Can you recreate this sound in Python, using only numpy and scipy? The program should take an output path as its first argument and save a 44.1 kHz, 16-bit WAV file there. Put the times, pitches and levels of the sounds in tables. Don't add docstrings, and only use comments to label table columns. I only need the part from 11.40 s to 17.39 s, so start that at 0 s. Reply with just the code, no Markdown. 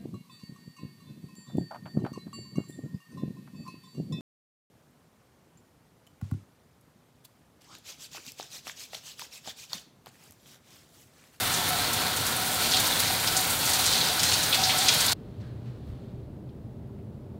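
import sys
import numpy as np
from scipy import signal
from scipy.fft import rfft, irfft
from scipy.io import wavfile

SR = 44100
rng = np.random.default_rng(int(sys.argv[2]) if len(sys.argv) > 2 else 0)


def master_out(mix):
    frames = np.transpose(np.atleast_2d(mix))
    ceiling = np.clip(frames, -1, 1)
    pcm = np.round(ceiling * 32767).astype(np.int16)
    wavfile.write(sys.argv[1], SR, pcm)


N = 264156
TIME, BINS = np.arange(N) / SR, np.fft.rfftfreq(N, 1 / SR)
SWITCH_S, SWITCH_FADE_S = 3.731, 0.0021
LOW_CUT_HZ, TREBLE_LIMIT_HZ = 31, 15780

# frequency in Hz, relative dB per Hz.
VENT_SPECTRUM = [(24, -20), (45, -10), (60, -17.5), (115, -3), (155, -7.5), (220, -7.5), (265, -12),
                 (390, -15.5), (520, -19.5), (750, -26.5), (1200, -36), (2300, -45.5), (4200, -48.5),
                 (6000, -55), (15500, -56)]
ROBE_SPECTRUM = [(500, -14), (1000, 10), (1600, 4), (2400, 2.5), (4200, 3.5), (5500, -7), (8000, -11),
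                 (15500, -24)]
RUMBLE_SPECTRUM = [(10, -50), (26, -30.5), (42, -11), (58, -26), (78, -1), (100, 2), (125, -0.5), (145, -3),
                   (165, 1), (195, -10), (240, -9), (400, -17), (900, -68.5)]
RUNOFF_SPECTRUM = [(1000, -22.5), (2200, -7), (3200, -3), (4200, 5), (5200, -2.5), (7000, -4.5), (9000, -7),
                   (11000, -17.5), (15500, -24)]
SPRAY_SPECTRUM = [(200, -6.5), (400, -3.5), (620, -5), (870, 0.5), (1200, -6), (1600, -2.5), (2700, -4),
                  (3600, 0.5), (4400, -0.5), (5100, -5.5), (7800, -8.5), (8800, -5.5), (10300, -10),
                  (15500, -10)]
POPS_SPECTRUM = [(300, -24.0), (800, -5.5), (1400, -4), (2400, -4.5), (5000, -23.5)]
MIST_SPECTRUM = [(4000, -16.5), (7400, -2.5), (8700, -1.5), (10300, -3.5), (13000, -3.0), (15500, -4.5)]

# frequency in Hz, half-width of one pass in Hz, relative level in dB.
DUCT_MODES = [(75.1, 7.4, -3), (103, 3.4, -2.5), (122.9, 11.7, -0.5), (180.6, 7.3, -12.5),
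              (218.2, 8.6, -8.5), (311.4, 6.4, -12), (391.6, 14.4, -13.5), (597.6, 8, -18)]
STALL_MODES = [(236, 9.1, 2), (258.7, 15, 0.5), (458.7, 19, -1.5), (525.3, 24, -2), (616.3, 15, 1),
               (657.6, 15, -0.5), (721.5, 9, -9), (765, 21, -2), (943, 20, 1), (1080, 14, 0),
               (1135, 18, -2.5), (1277, 17, -5.5), (1432, 16, -2.5), (1473, 46, 2.5), (1555, 28, -1)]
GURGLE_MODES = [(1273, 12, -3.5), (1332.6, 15, 1), (1394, 24, -9)]

# frequency in Hz, t60 in seconds.
TILES_T60 = [(200, 0.73), (1000, 0.54), (4000, 0.72), (8000, .33), (15000, 0.17)]

# time in seconds, level in dB.
WALK_LEVEL = [(3.75, -66.5), (4.65, -65.5), (5.0, -78), (5.99, -79)]
GURGLE_LEVEL = [(0, -42.5), (1.35, -43.5), (2.1, -44.5), (3.72, -46)]
MIST_LEVEL = [(0, -34.5), (.68, -40.5), (1.15, -32.5), (1.6, -33), (2.35, -30.5), (2.62, -36.5), (3.0, -34),
              (3.72, -37)]

# start in seconds, length before the fall in seconds, level in dB.
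ROBE_SWINGS = [(3.99, 0.077, -62), (4.24, 0.038, -63.5), (4.46, .04, -65)]
HOLLOW_SWELLS = [(.14, .06, -39), (.265, 0.15, -38.5), (.96, .22, -39.5), (1.28, 0.085, -39),
                 (1.68, 0.036, -33), (1.94, 0.039, -32), (2.37, 0.031, -32.5), (2.66, 0.043, -35.5),
                 (3.16, 0.034, -28), (3.23, 0.16, -36.5), (3.4, 0.057, -34)]
ARM_SPILLS = [(1.15, .1, -30.5), (1.25, 0.069, -27), (1.52, .16, -31.5), (1.92, 0.057, -32),
              (2.16, 0.51, -32), (2.36, 0.18, -29), (2.78, 0.14, -25.5), (3.14, .59, -30)]

# start in seconds, level in dB, centre in Hz, spread in octaves, length in seconds.
SLEEVE_BRUSHES = [(3.995, -65, 1620, 0.13, 0.11), (4.002, -63, 3000, 0.6, 0.019),
                  (4.25, -64, 1500, 0.74, .05), (4.455, -72, 7000, 1.1, .06),
                  (5.088, -67, 3400, 0.33, .014), (5.585, -68, 1800, .4, 0.018)]
FOOTFALLS = [(3.96, -38.5, 112, 0.071, 0.07), (4.12, -40.5, 110.5, 0.1, 0.078),
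             (4.23, -41.5, 118, 0.13, 0.098), (4.46, -41, 70, 0.52, 0.085)]

# start in seconds, level in dB before SPLASH_GAIN_DB, centre in Hz,
# spread in octaves.
BIG_SPLASHES = [(0.137, -28.5, 5900, 0.35), (.288, -31.5, 11200, .6), (.386, -29.5, 4000, 0.075),
                (0.435, -34, 4330, 0.13), (0.529, -27.5, 8700, 0.71), (.762, -29.5, 8000, 0.71),
                (0.862, -28.5, 8500, 0.5), (1.31, -25, 4200, 0.32), (1.336, -22, 3610, 0.21),
                (1.396, -27.5, 9200, 0.43), (1.467, -29, 9000, 0.36), (1.519, -27.5, 3720, 0.12),
                (1.593, -24.5, 6000, 0.94), (1.871, -25.5, 4000, 0.32), (1.965, -23, 6350, 0.37),
                (2.253, -29, 6200, .4), (2.291, -27.5, 6800, .52), (2.332, -25.5, 5900, 0.49),
                (2.387, -29.5, 8000, .9), (2.456, -23.5, 5650, 0.43), (2.61, -25.5, 3930, .17),
                (2.792, -25.5, 4700, .4), (2.83, -22.5, 5130, 0.53), (2.85, -30.5, 5500, .5),
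                (2.93, -25, 4270, 0.68), (3.026, -28, 6550, 0.33), (3.092, -32, 12500, .2),
                (3.125, -21.5, 3430, 0.24), (3.142, -22.5, 3700, 0.68), (3.236, -22, 4660, 0.27),
                (3.293, -22, 3160, 0.31), (3.382, -27, 6450, .36), (3.412, -26.5, 4000, .2),
                (3.482, -17, 4100, 0.47), (3.537, -25.5, 5900, .8), (3.602, -24, 5500, 0.57),
                (3.657, -26, 9350, .63), (3.678, -24.5, 4100, 0.17), (3.716, -27, 5040, 0.65)]

AIR_DB, DUCT_DB = -44.5, -43.5
SWING_RISE_S, SWING_FALL_S, SWING_REST_DB = 0.023, 0.072, -89
STALL_DB, RUMBLE_DB = -39, -41
SWELL_RISE_S, SWELL_FALL_S, HOLLOW_REST_DB = 0.032, 0.03, -44.5
HOLLOW_START_HZ, HOLLOW_RISE_HZ_PER_S, HOLLOW_WIDTH_HZ = 727.8, 10, 62
SPILL_RISE_S, SPILL_FALL_S, TRICKLE_DB = 0.11, 0.11, -43
SPLASH_S, SPLASH_GAIN_DB = 0.014, 1
SMALL_DB, SMALL_SCATTER_DB = -33, 0.5
SMALL_HZ, SMALL_SCATTER_OCT, SMALL_SPREAD_OCT = 6500, 0.67, 0.24
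PATTER_DB, POPS_DB = -29.5, -42
SWAY_RMS_DB, SWAY_HZ = 0.5, 3
WET_DB, ECHO_GAP_S, PLACES_PER_S = -6.5, 0.003, 90


def amp(db):
    return 10 ** (np.asarray(db) / 20)


def unit(x):
    return x / np.sqrt(np.mean(x ** 2) + 1e-20)


def read(points, hz):
    f, value = np.transpose(points)
    return np.interp(np.log(hz + 1), np.log(f + 1), value)


def level(rows):
    return amp(np.interp(TIME, *np.transpose(rows)))


def colour(x, points):
    return unit(irfft(rfft(x) * amp(read(points, BINS)), N))


def ring(x, modes):
    response = sum(amp(db) / (1 + 1j * (BINS - hz) / width) ** 2 for hz, width, db in modes)
    return unit(irfft(rfft(x) * response, N))


def glide(x, hz, width_hz):
    turn = np.exp(2j * np.pi * np.cumsum(hz) / SR)
    r = np.exp(-np.pi * width_hz / SR)
    smooth = signal.lfilter([(1 - r) ** 2], [1, -2 * r, r * r], x / turn)
    return unit((turn * smooth).real)


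def wander(rate_hz):
    return unit(irfft(rfft(rng.standard_normal(N)) / (1 + (BINS / rate_hz) ** 4), N))


def drops(per_s, spread_db):
    size = amp(spread_db * np.minimum(rng.exponential(1, N), 5))
    sign = rng.choice([-1, 1], N)
    return unit(size * sign * (rng.random(N) < per_s / SR))


def swells(rows, rise_s, fall_s, rest_db):
    power = amp(rest_db) ** 2
    for start_s, length_s, db in rows:
        rise = np.clip((TIME - start_s) / rise_s, 0, 1)
        fall = np.exp(-np.maximum(TIME - start_s - length_s, 0) / fall_s)
        power = power + (amp(db) * rise * fall) ** 2
    return np.sqrt(power)


def bursts(rows, grains_per_s, rise, tail, size=16384):
    t, hz = np.arange(size) / SR, np.fft.rfftfreq(size, 1 / SR) + 1
    out = np.zeros(N + size)
    for start_s, db, centre_hz, spread_oct, length_s in rows:
        grains = rng.uniform(-1, 1, size) * (rng.random(size) < grains_per_s / SR)
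        band = np.exp(-(np.log2(hz / centre_hz) / (2 * spread_oct)) ** 2)
        age = t / length_s
        shape = np.minimum(age / rise, 1) * np.exp(-np.maximum(age - .7, 0) / tail)
        clump = irfft(rfft(grains) * band, size) * shape
        scale = np.sqrt(length_s * SR / (np.sum(clump ** 2) + 1e-20))
        out[round(start_s * SR):][:size] += amp(db) * clump * scale
    return out[:N]


def smear(x, lag_s):
    delay_s = lag_s * np.exp(-BINS / 9000)
    return irfft(rfft(x) * np.exp(-2j * np.pi * np.cumsum(delay_s) * SR / N), N)


def tiles(x, wet_db, size=20000, count=12):
    sign = rng.choice([-1., 1.], (count, size))
    taps = sign * (rng.random((count, size)) < .08) * (np.arange(size) > ECHO_GAP_S * SR)
    hz, t, z = signal.stft(taps, SR, nperseg=256)
    decay = amp(-60 * t / read(TILES_T60, hz)[:, None])
    tails = signal.istft(z * decay, SR, nperseg=256)[1]
    place = np.cumsum(rng.exponential(1, N)) * PLACES_PER_S / SR % count
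    wet = 0
    for k, tail in enumerate(tails):
        distance = abs((place - k + count / 2) % count - count / 2)
        share = np.cos(np.pi / 2 * np.minimum(distance, 1))
        wet = wet + signal.fftconvolve(x * share, tail / np.linalg.norm(tail))[:N]
    return (x + amp(wet_db) * wet) / np.hypot(1, amp(wet_db))


def ventilation():
    air = amp(AIR_DB) * colour(rng.standard_normal(N), VENT_SPECTRUM)
    duct = amp(DUCT_DB) * ring(rng.standard_normal(N), DUCT_MODES)
    return air + duct


def robe():
    swings = swells(ROBE_SWINGS, SWING_RISE_S, SWING_FALL_S, SWING_REST_DB)
    rubbing = np.hypot(level(WALK_LEVEL), swings)
    cloth = rubbing * colour(drops(per_s=6700, spread_db=1.5), ROBE_SPECTRUM)
    return cloth + bursts(SLEEVE_BRUSHES, grains_per_s=11000, rise=0.23, tail=.55)


def footsteps():
    return bursts(FOOTFALLS, grains_per_s=9000, rise=0.45, tail=0.24)


def stall():
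    ringing = amp(STALL_DB) * ring(drops(per_s=4000, spread_db=2), STALL_MODES)
    return ringing + amp(RUMBLE_DB) * colour(rng.standard_normal(N), RUMBLE_SPECTRUM)


def drumming():
    pitch_hz = HOLLOW_START_HZ + HOLLOW_RISE_HZ_PER_S * TIME
    hollow = glide(drops(per_s=900, spread_db=1.0), pitch_hz, HOLLOW_WIDTH_HZ)
    note = swells(HOLLOW_SWELLS, SWELL_RISE_S, SWELL_FALL_S, HOLLOW_REST_DB) * hollow
    gurgle = level(GURGLE_LEVEL) * ring(drops(per_s=2700, spread_db=0.0), GURGLE_MODES)
    return note + gurgle


def runoff():
    impacts = drops(per_s=3000, spread_db=2.0) * amp(2.5 * wander(45))
    flow = swells(ARM_SPILLS, SPILL_RISE_S, SPILL_FALL_S, TRICKLE_DB)
    return flow * colour(impacts, RUNOFF_SPECTRUM)


def splashes(count=14):
    times_s = (np.arange(count) + rng.random(count)) * SWITCH_S / count
    small = []
    for start_s, (size, pitch) in zip(times_s, rng.standard_normal((count, 2))):
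        db = SMALL_DB + SMALL_SCATTER_DB * size
        centre_hz = SMALL_HZ * 2 ** (SMALL_SCATTER_OCT * pitch)
        small.append((start_s, db, centre_hz, SMALL_SPREAD_OCT))
    rows = [(*row, SPLASH_S) for row in BIG_SPLASHES + small]
    return amp(SPLASH_GAIN_DB) * bursts(rows, grains_per_s=3500, rise=.12, tail=0.64)


def mist():
    fizz = colour(drops(per_s=2400, spread_db=1.5), MIST_SPECTRUM)
    return level(MIST_LEVEL) * amp(1.5 * wander(28)) * fizz


def spray():
    ticks = drops(per_s=7000, spread_db=2.0) * amp(0.97 * wander(30))
    patter = amp(PATTER_DB) * colour(ticks, SPRAY_SPECTRUM)
    pops = amp(POPS_DB) * colour(drops(per_s=80, spread_db=2.0), POPS_SPECTRUM)
    return amp(SWAY_RMS_DB * wander(SWAY_HZ)) * (patter + pops)


def scene():
    water = smear(spray() + mist() + runoff() + splashes(), lag_s=.001)
    shower = tiles(water, WET_DB) + drumming() + stall()
    bathroom = ventilation() + robe() + footsteps()
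    gate = np.exp(-np.maximum(TIME - SWITCH_S, 0) / SWITCH_FADE_S)
    mono = gate * shower + (1 - gate) * bathroom
    return np.array([mono, mono])


def record(dry):
    lowcut = signal.butter(4, LOW_CUT_HZ, "highpass", fs=SR, output="sos")
    lowpass = signal.firwin(511, TREBLE_LIMIT_HZ, window=("kaiser", 9), fs=SR)
    return signal.oaconvolve(signal.sosfilt(lowcut, dry), lowpass[None], "same")


dry = scene()
out = record(dry)
master_out(out)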